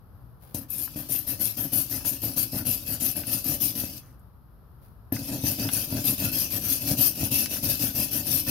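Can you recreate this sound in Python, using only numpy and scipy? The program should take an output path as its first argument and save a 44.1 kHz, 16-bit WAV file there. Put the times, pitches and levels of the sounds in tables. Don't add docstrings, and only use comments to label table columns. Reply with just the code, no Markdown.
import sys
import numpy as np
from scipy import signal
from scipy.fft import rfft, irfft
from scipy.io import wavfile
from scipy.ndimage import uniform_filter1d

SR = 44100
rng = np.random.default_rng(int(sys.argv[2]) if len(sys.argv) > 2 else 0)


def store_pcm(level_fs):
    pcm = np.round(np.clip(level_fs, -1, 1) * 32767).astype(np.int16)
    wavfile.write(sys.argv[1], SR, np.atleast_2d(pcm).T)


N = 374850
TIME = np.arange(N) / SR


def gain_of(db):
    return 10 ** (np.asarray(db) / 20)


def unit_rms(x):
    return x / np.sqrt(np.mean(x ** 2) + 1e-20)


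def spectrum_db(points, hz, column=1):
    columns = np.transpose(points)
    return np.interp(np.log(hz + 1), np.log(columns[0] + 1), columns[column])


def add(mix, start_s, sound):
    part = mix[..., round(start_s * SR):][..., :sound.shape[-1]]
    part += sound[..., :part.shape[-1]]


def wander(hz):
    knots = rng.standard_normal(4096)
    return unit_rms(np.interp(TIME * hz, np.arange(len(knots)), knots))


def lagged(x, seconds):
    keep = np.exp(-1 / (seconds * SR))
    return signal.lfilter([1 - keep], [1, -keep], x + 1e-12)


def response(curve_db, size=4096):
    hz = abs(np.fft.fftfreq(size, 1 / SR))
    log_gain = np.log(gain_of(np.maximum(curve_db(hz), -100)))
    minimum_phase = np.exp(np.conj(signal.hilbert(log_gain)))
    taps = np.fft.ifft(minimum_phase).real[:size // 2]
    return taps / np.linalg.norm(taps)


def colour(x, points, column=1):
    return signal.oaconvolve(x, response(lambda hz: spectrum_db(points, hz, column)))[:N]


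def resonate(x, hz, width_hz):
    r = np.exp(-np.pi * width_hz / SR)
    return signal.lfilter([1 - r, 0, r - 1], [1, -2 * r * np.cos(2 * np.pi * hz / SR), r * r], x)


def slips(per_s, spread_db):
    size = gain_of(spread_db * np.minimum(rng.exponential(1, N), 4)) * rng.choice([-1, 1], N)
    return unit_rms(size * (rng.random(N) < per_s / SR))


# (frequency [Hz], relative level [dB])
AIR_SPECTRUM = [(25, -33.5), (45, 3), (64, 7.5), (80, 4.5), (115, 5), (170, -4), (300, -15.5), (600, -19),
                (1300, -19.5), (2200, -39.5), (5000, -39.5), (7800, -57), (12000, -27.5), (15600, -45)]

def air():
    hz = np.fft.rfftfreq(N, 1 / SR)
    common, left, right = rfft(rng.standard_normal((3, N)))
    coherence = 0.74 / (1 + (hz / 1100) ** 2)
    pair = np.sqrt(coherence) * common + np.sqrt(1 - coherence) * np.array([left, right])
    noise = unit_rms(irfft(pair * gain_of(spectrum_db(AIR_SPECTRUM, hz)), N))
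    return noise * gain_of([[-48], [-51.5]]) * gain_of(1.2 * wander(5))


# (time [s], length [s], level [dB])
GLOVE_TOUCHES = [(0.39, 0.48, -52), (4.813, 0.15, -56)]
# (frequency [Hz], relative level [dB])
GLOVE_SPECTRUM = [(600, 10), (2000, -4), (5000, -5), (8000, -16), (11000, 5), (13500, 1), (16000, 2)]

def glove_grazes():
    level = sum(gain_of(db) * np.interp(TIME, [s, s + 0.081 * length, s + length], [0, 1, 0])
                for s, length, db in GLOVE_TOUCHES)
    rustle = [colour(level * slips(3000, spread_db=5.5), GLOVE_SPECTRUM) for _ in range(2)]
    return np.array(rustle) * gain_of([[0], [-5]])


# (time [s], speed [dB], pressure [dB], fastest point [share of the stroke])
HAND_STROKES = [(0.544, -1.5, 0, 0.1), (0.695, 3, -10, 0.75), (0.957, -4, -1, 0.24), (1.086, 5.5, -2, 0.31),
                (1.266, 2, 0, 0.3), (1.391, 7, 0, 0.3), (1.567, 2, 3.0, 0.35), (1.717, 9.5, 1, 0.35),
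                (1.895, 2.5, -0.0, 0.39), (2.044, 4.5, 4.5, 0.23), (2.216, 1.5, 5.0, 0.31),
                (2.361, 7, 3.5, 0.25), (2.517, 0.5, 6, 0.47), (2.647, 5.5, 4, 0.29), (2.859, 0.5, 0, 0.48),
                (2.998, 7, 1.5, 0.47), (3.151, -1, 4.5, 0.26), (3.259, 3, 1.5, 0.52),
                (3.44, 6.0, 4.5, 0.47), (3.6, 9, 2.5, 0.3), (3.751, 0.5, 0.5, 0.31), (3.906, -38, -30, 1),
                (4.012, -32, -18.5, 0.23), (5.121, -13, 9.5, 0), (5.277, -8.5, 5, 0.34),
                (5.432, 4, 5.5, 0.39), (5.575, -4, 9.5, 0.48), (5.709, 3.5, 4, 0.4), (5.898, -5, 9.5, 0.54),
                (6.038, 7, 5, 0.36), (6.177, 1, 10, 0.56), (6.311, 5, 1.5, 0.48), (6.501, 4.5, 4, 0.55),
                (6.612, 4.5, 4.5, 0.6), (6.806, 1, 9.5, 0.69), (6.967, 8, 6, 0.42), (7.148, 0.5, 5.5, 0.61),
                (7.303, 6.5, 4, 0.43), (7.502, 1.0, 4, 0.34), (7.623, 6, 6, 0.49), (7.791, 5, 6.0, 0.32),
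                (7.938, 4, 4.5, 0.51), (8.107, 4.5, 3, 0.43), (8.246, 7, 2.5, 0.56),
                (8.464, -0.5, 7.5, 0.29)]

def stroke(longest_s=0.19):
    start, speed_db, pressure_db, crest = np.transpose(HAND_STROKES)
    length = np.minimum(np.diff(start, append=np.inf), longest_s)
    k = np.maximum(np.searchsorted(start, TIME) - 1, 0)
    done = np.clip((TIME - start[k]) / length[k], 0, 1)
    return done, speed_db[k], pressure_db[k], crest[k], k % 2


def swell(power, catch, push_lead):
    done, _, _, crest, push = stroke()
    peak = np.clip(crest - push_lead * push, 0.04, 0.9)
    arch = abs(np.sin(np.pi * done ** (np.log(0.5) / np.log(peak))))
    bend = (1 - done) ** (0.5 / peak) * (done > 0)
    grip = lagged(bend * (1 - push), seconds=0.0018) + lagged(bend * push, seconds=0.007)
    return arch ** power + catch * grip


# (time [s], relative level [dB])
MIC_APPROACH = [(.5, -5), (2, -3), (3.6, -1), (5.2, 1), (8.4, 1)]

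def nearness_db():
    return np.interp(TIME, *np.transpose(MIC_APPROACH))


# (start [s], end [s])
SCRUB_BOUTS = [(.68, 3.98), (5.12, 8.6)]

def dragged(level, drag_db, near_share):
    touching = sum((TIME > begin) & (TIME < end) for begin, end in SCRUB_BOUTS)
    sliding = lagged(touching, seconds=0.017)
    return np.hypot(level, sliding * gain_of(drag_db + near_share * nearness_db()))


def pings(drive, t60, low_hz, high_hz, count):
    t, out = np.arange(2048) / SR, np.zeros(N)
    when, pitch, size = rng.random((count, 3)).T
    hz = low_hz + pitch * (high_hz - low_hz)
    rings = np.sin(2 * np.pi * np.outer(hz, t)) * gain_of(-60 * t / t60)
    strength = unit_rms(size ** 2) * drive[(when * N).astype(int)]
    rings *= np.sqrt(N / np.sum(rings ** 2)) * strength[:, None]
    for s, ring in zip(when * N / SR, rings):
        add(out, s, ring)
    return out


def shifting_tufts(x, depth_db):
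    bins = signal.stft(x, nperseg=512)[2]
    patches = uniform_filter1d(rng.standard_normal(bins.shape[-2:]), size=2, axis=0)
    for _ in range(2):
        patches = uniform_filter1d(patches, size=10, axis=1)
    gains = unit_rms(gain_of(depth_db * unit_rms(patches)))
    return signal.istft(bins * gains, nperseg=512)[1][..., :N]


# (frequency [Hz], relative level [dB])
TIP_SPECTRUM = [(3000, -34.5), (7000, -14), (8300, -20), (9300, -6), (10800, -3), (12700, 2), (13800, 3.5),
                (15600, -14)]

def tip_sizzle(clumps):
    _, speed_db, _, _, _ = stroke()
    level = gain_of(-25 + speed_db) * swell(power=2.65, catch=0.99, push_lead=0.01)
    drive = clumps * dragged(level, drag_db=-33, near_share=0.99)
    hiss = gain_of(-9.5) * colour(drive * slips(10000, spread_db=-1), TIP_SPECTRUM)
    wires = gain_of(-14.5) * pings(drive, t60=0.018, low_hz=9546, high_hz=13570, count=2500)
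    return (hiss + wires) * gain_of([[0], [-24]])


# (frequency [Hz], left relative level [dB], right relative level [dB])
SCRAPE_SPECTRUM = [(300, -2, 1), (907, -11.5, -12.5), (1990, -10.5, -9), (2560, -3, 4), (3600, -6, -3.5),
                   (4990, -1, 6), (6120, 0.5, -12), (7040, -11, -10.5), (9060, 1.5, -6.5),
                   (10000, -14.5, 0), (12200, -3.5, 2), (16400, 1, 4.5)]

def steel_scrape(clumps):
    _, speed_db, pressure_db, _, push = stroke()
    level_db = -42 + 0.59 * speed_db + 0.36 * pressure_db + 0.94 * push + 0.9 * nearness_db()
    level = gain_of(level_db) * swell(power=1.46, catch=1, push_lead=0.01)
    bite = clumps * dragged(level, drag_db=-44, near_share=1.27)
    shared = slips(10000, spread_db=7)
    faces = [unit_rms(shared + 2.6 * slips(10000, spread_db=1)) for _ in range(2)]
    scrape = np.array([colour(bite * face, SCRAPE_SPECTRUM, side) for side, face in enumerate(faces, 1)])
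    wires = np.array([pings(bite, t60=0.034, low_hz=3190, high_hz=7490, count=2200) for _ in range(2)])
    return (scrape + gain_of(-13) * wires) * gain_of([[1], [0]])


def brush():
    clumps = gain_of(1.2 * wander(90) + 1.3 * wander(450))
    clumps *= gain_of(0.5 * wander(23.23))
    return shifting_tufts(tip_sizzle(clumps) + steel_scrape(clumps), depth_db=2.8)


# (frequency [Hz], width [Hz], left lift [dB], right lift [dB])
TUBE_MODES = [(2637, 30, 4, 11), (2990, 30, 0, 1), (3125, 30, -1, -1), (3500, 45, -2, -1),
              (4180, 90, -4, -2), (4685, 40, 0, 2), (5100, 70, 0, 2), (5268, 45, 1, 1), (5641, 25, 4, -2),
              (5735, 35, 0, -4), (5826, 45, 5, -1), (6030, 55, 2, -3), (6243, 36, 7, 2), (6480, 35, -1, -3),
              (6985, 45, 5, 0), (7360, 50, 0, -3), (8955, 50, 7, 5), (9430, 70, -2, -3),
              (10110, 60, -3, -4), (10822, 55, 5, 2), (11692, 45, 3, 3), (12430, 60, -1, 2),
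              (12603, 90, -2, -1), (12905, 60, -2, 0), (13498, 65, -3, -3)]

def tube_ring(contact, drift_db, drift_hz):
    drive = contact * gain_of(nearness_db())
    out = contact.copy()
    for hz, width, left_db, right_db in TUBE_MODES:
        drift = gain_of(drift_db * wander(drift_hz))
        out += gain_of([[left_db], [right_db]]) * resonate(drive * drift, hz, width)
    return out


# (frequency [Hz], relative level [dB])
RASP_SPECTRUM = [(400, -6.5), (800, -3), (1100, -7.5), (1450, -2), (1900, -2), (2150, -11), (3200, -13.5),
                 (6000, -33.5)]

def tuft_rasp():
    _, speed_db, pressure_db, _, push = stroke()
    level_db = -53 + 0.1 * speed_db + 0.5 * pressure_db - 1.6 * push
    force = gain_of(level_db) * swell(power=1.17, catch=0.24, push_lead=0.12)
    shared = slips(1700, spread_db=4.5)
    catches = [unit_rms(shared + 0.27 * slips(1800, spread_db=4.5)) for _ in range(2)]
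    grit = np.array([colour(force * side, RASP_SPECTRUM) for side in catches])
    return gain_of([[0], [-1.5]]) * shifting_tufts(grit, depth_db=4.5)


# (frequency [Hz], relative level [dB])
PLYWOOD_SPECTRUM = [(40, -19.5), (80, -1), (112, 3.5), (148, 1), (175, -7), (215, -4), (272, -1), (315, -7),
                    (365, -15), (480, -18), (600, -15.5), (780, -22.5), (1000, -33), (2000, -57.5)]
# (time [s], peak level [dB])
TABLE_JOLTS = [(.547, -22), (.96, -28), (3.838, -22), (5.124, -17), (5.44, -19), (5.926, -21), (6.223, -22),
               (6.915, -18), (7.232, -18)]
# (frequency [Hz], width [Hz], lift [dB])
PLYWOOD_MODES = [(205, 25, -4), (269, 25, -2), (310, 30, -2), (520, 25, -3), (584, 30, 2), (645, 30, -4),
                 (745, 25, -1), (922, 35, 6)]

def table_rumble():
    _, _, pressure_db, _, _ = stroke()
    level = gain_of(-40.5 + pressure_db) * swell(power=1.09, catch=0.39, push_lead=0.19)
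    force = dragged(level, drag_db=-46, near_share=1.3)
    snags = slips(900, spread_db=2.5) * force * gain_of(1.5 * wander(30))
    boards = colour(snags, PLYWOOD_SPECTRUM)
    knock = response(lambda hz: spectrum_db(PLYWOOD_SPECTRUM, hz))
    for s, db in TABLE_JOLTS:
        add(boards, s, gain_of(db) * knock / abs(knock).max())
    hollow = sum(gain_of(db) * resonate(boards, hz, width) for hz, width, db in PLYWOOD_MODES)
    return (boards + hollow) * gain_of([[0], [-2.8]])


# (time [s], peak level [dB], centre [Hz], half-width [octaves], left minus right [dB])
WIRE_SNAPS = [(0.546, -26, 12200, 0.89, 23), (0.547, -34.5, 4340, 0.54, 3), (0.704, -27, 12700, 0.16, 24),
              (0.877, -35.5, 1130, 0.85, 3), (3.235, -33.5, 1700, 1.14, 0), (4.194, -52, 11100, 0.55, 9),
              (5.124, -19.5, 12770, 0.11, 17), (5.164, -34, 1570, 0.5, 2), (5.689, -22.5, 1710, 1.14, 6.5),
              (7.459, -21.5, 3260, 1.5, 8), (7.568, -25, 2000, 2.4, 1)]

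def snaps(t60=0.022):
    out, t = np.zeros((2, N)), np.arange(1024) / SR
    for s, db, hz, octaves, pan_db in WIRE_SNAPS:
        band = response(lambda f: -6 * (np.log2((f + 1) / hz) / octaves) ** 2)
        burst = rng.standard_normal(len(t)) * gain_of(-60 * t / t60)
        crack = signal.fftconvolve(burst, band)
        add(out, s, gain_of([[db + pan_db / 2], [db - pan_db / 2]]) * crack / abs(crack).max())
    return out


def patio(x, t60, wet_db):
    t = np.arange(16384) / SR
    taps = rng.standard_normal((2, len(t))) * (rng.random((2, len(t))) < 0.05)
    taps *= (t > 0.003) * gain_of(-60 * t / t60)
    taps /= np.linalg.norm(taps, axis=1, keepdims=True)
    crossfed = x + 0.12 * x[::-1]
    return x + gain_of(wet_db) * signal.oaconvolve(crossfed, taps, axes=1)[:, :N]


def scene():
    work = tube_ring(brush(), drift_db=2.5, drift_hz=13) + snaps() + tuft_rasp() + glove_grazes()
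    return patio(work, t60=0.12, wet_db=-6) + table_rumble() + air()


def record(dry):
    edge_hz = 15780
    lowpass = signal.firwin(511, edge_hz, window=("kaiser", 9), fs=SR)
    return signal.oaconvolve(dry, lowpass[None], "same")


dry = scene()
out = record(dry)
store_pcm(out)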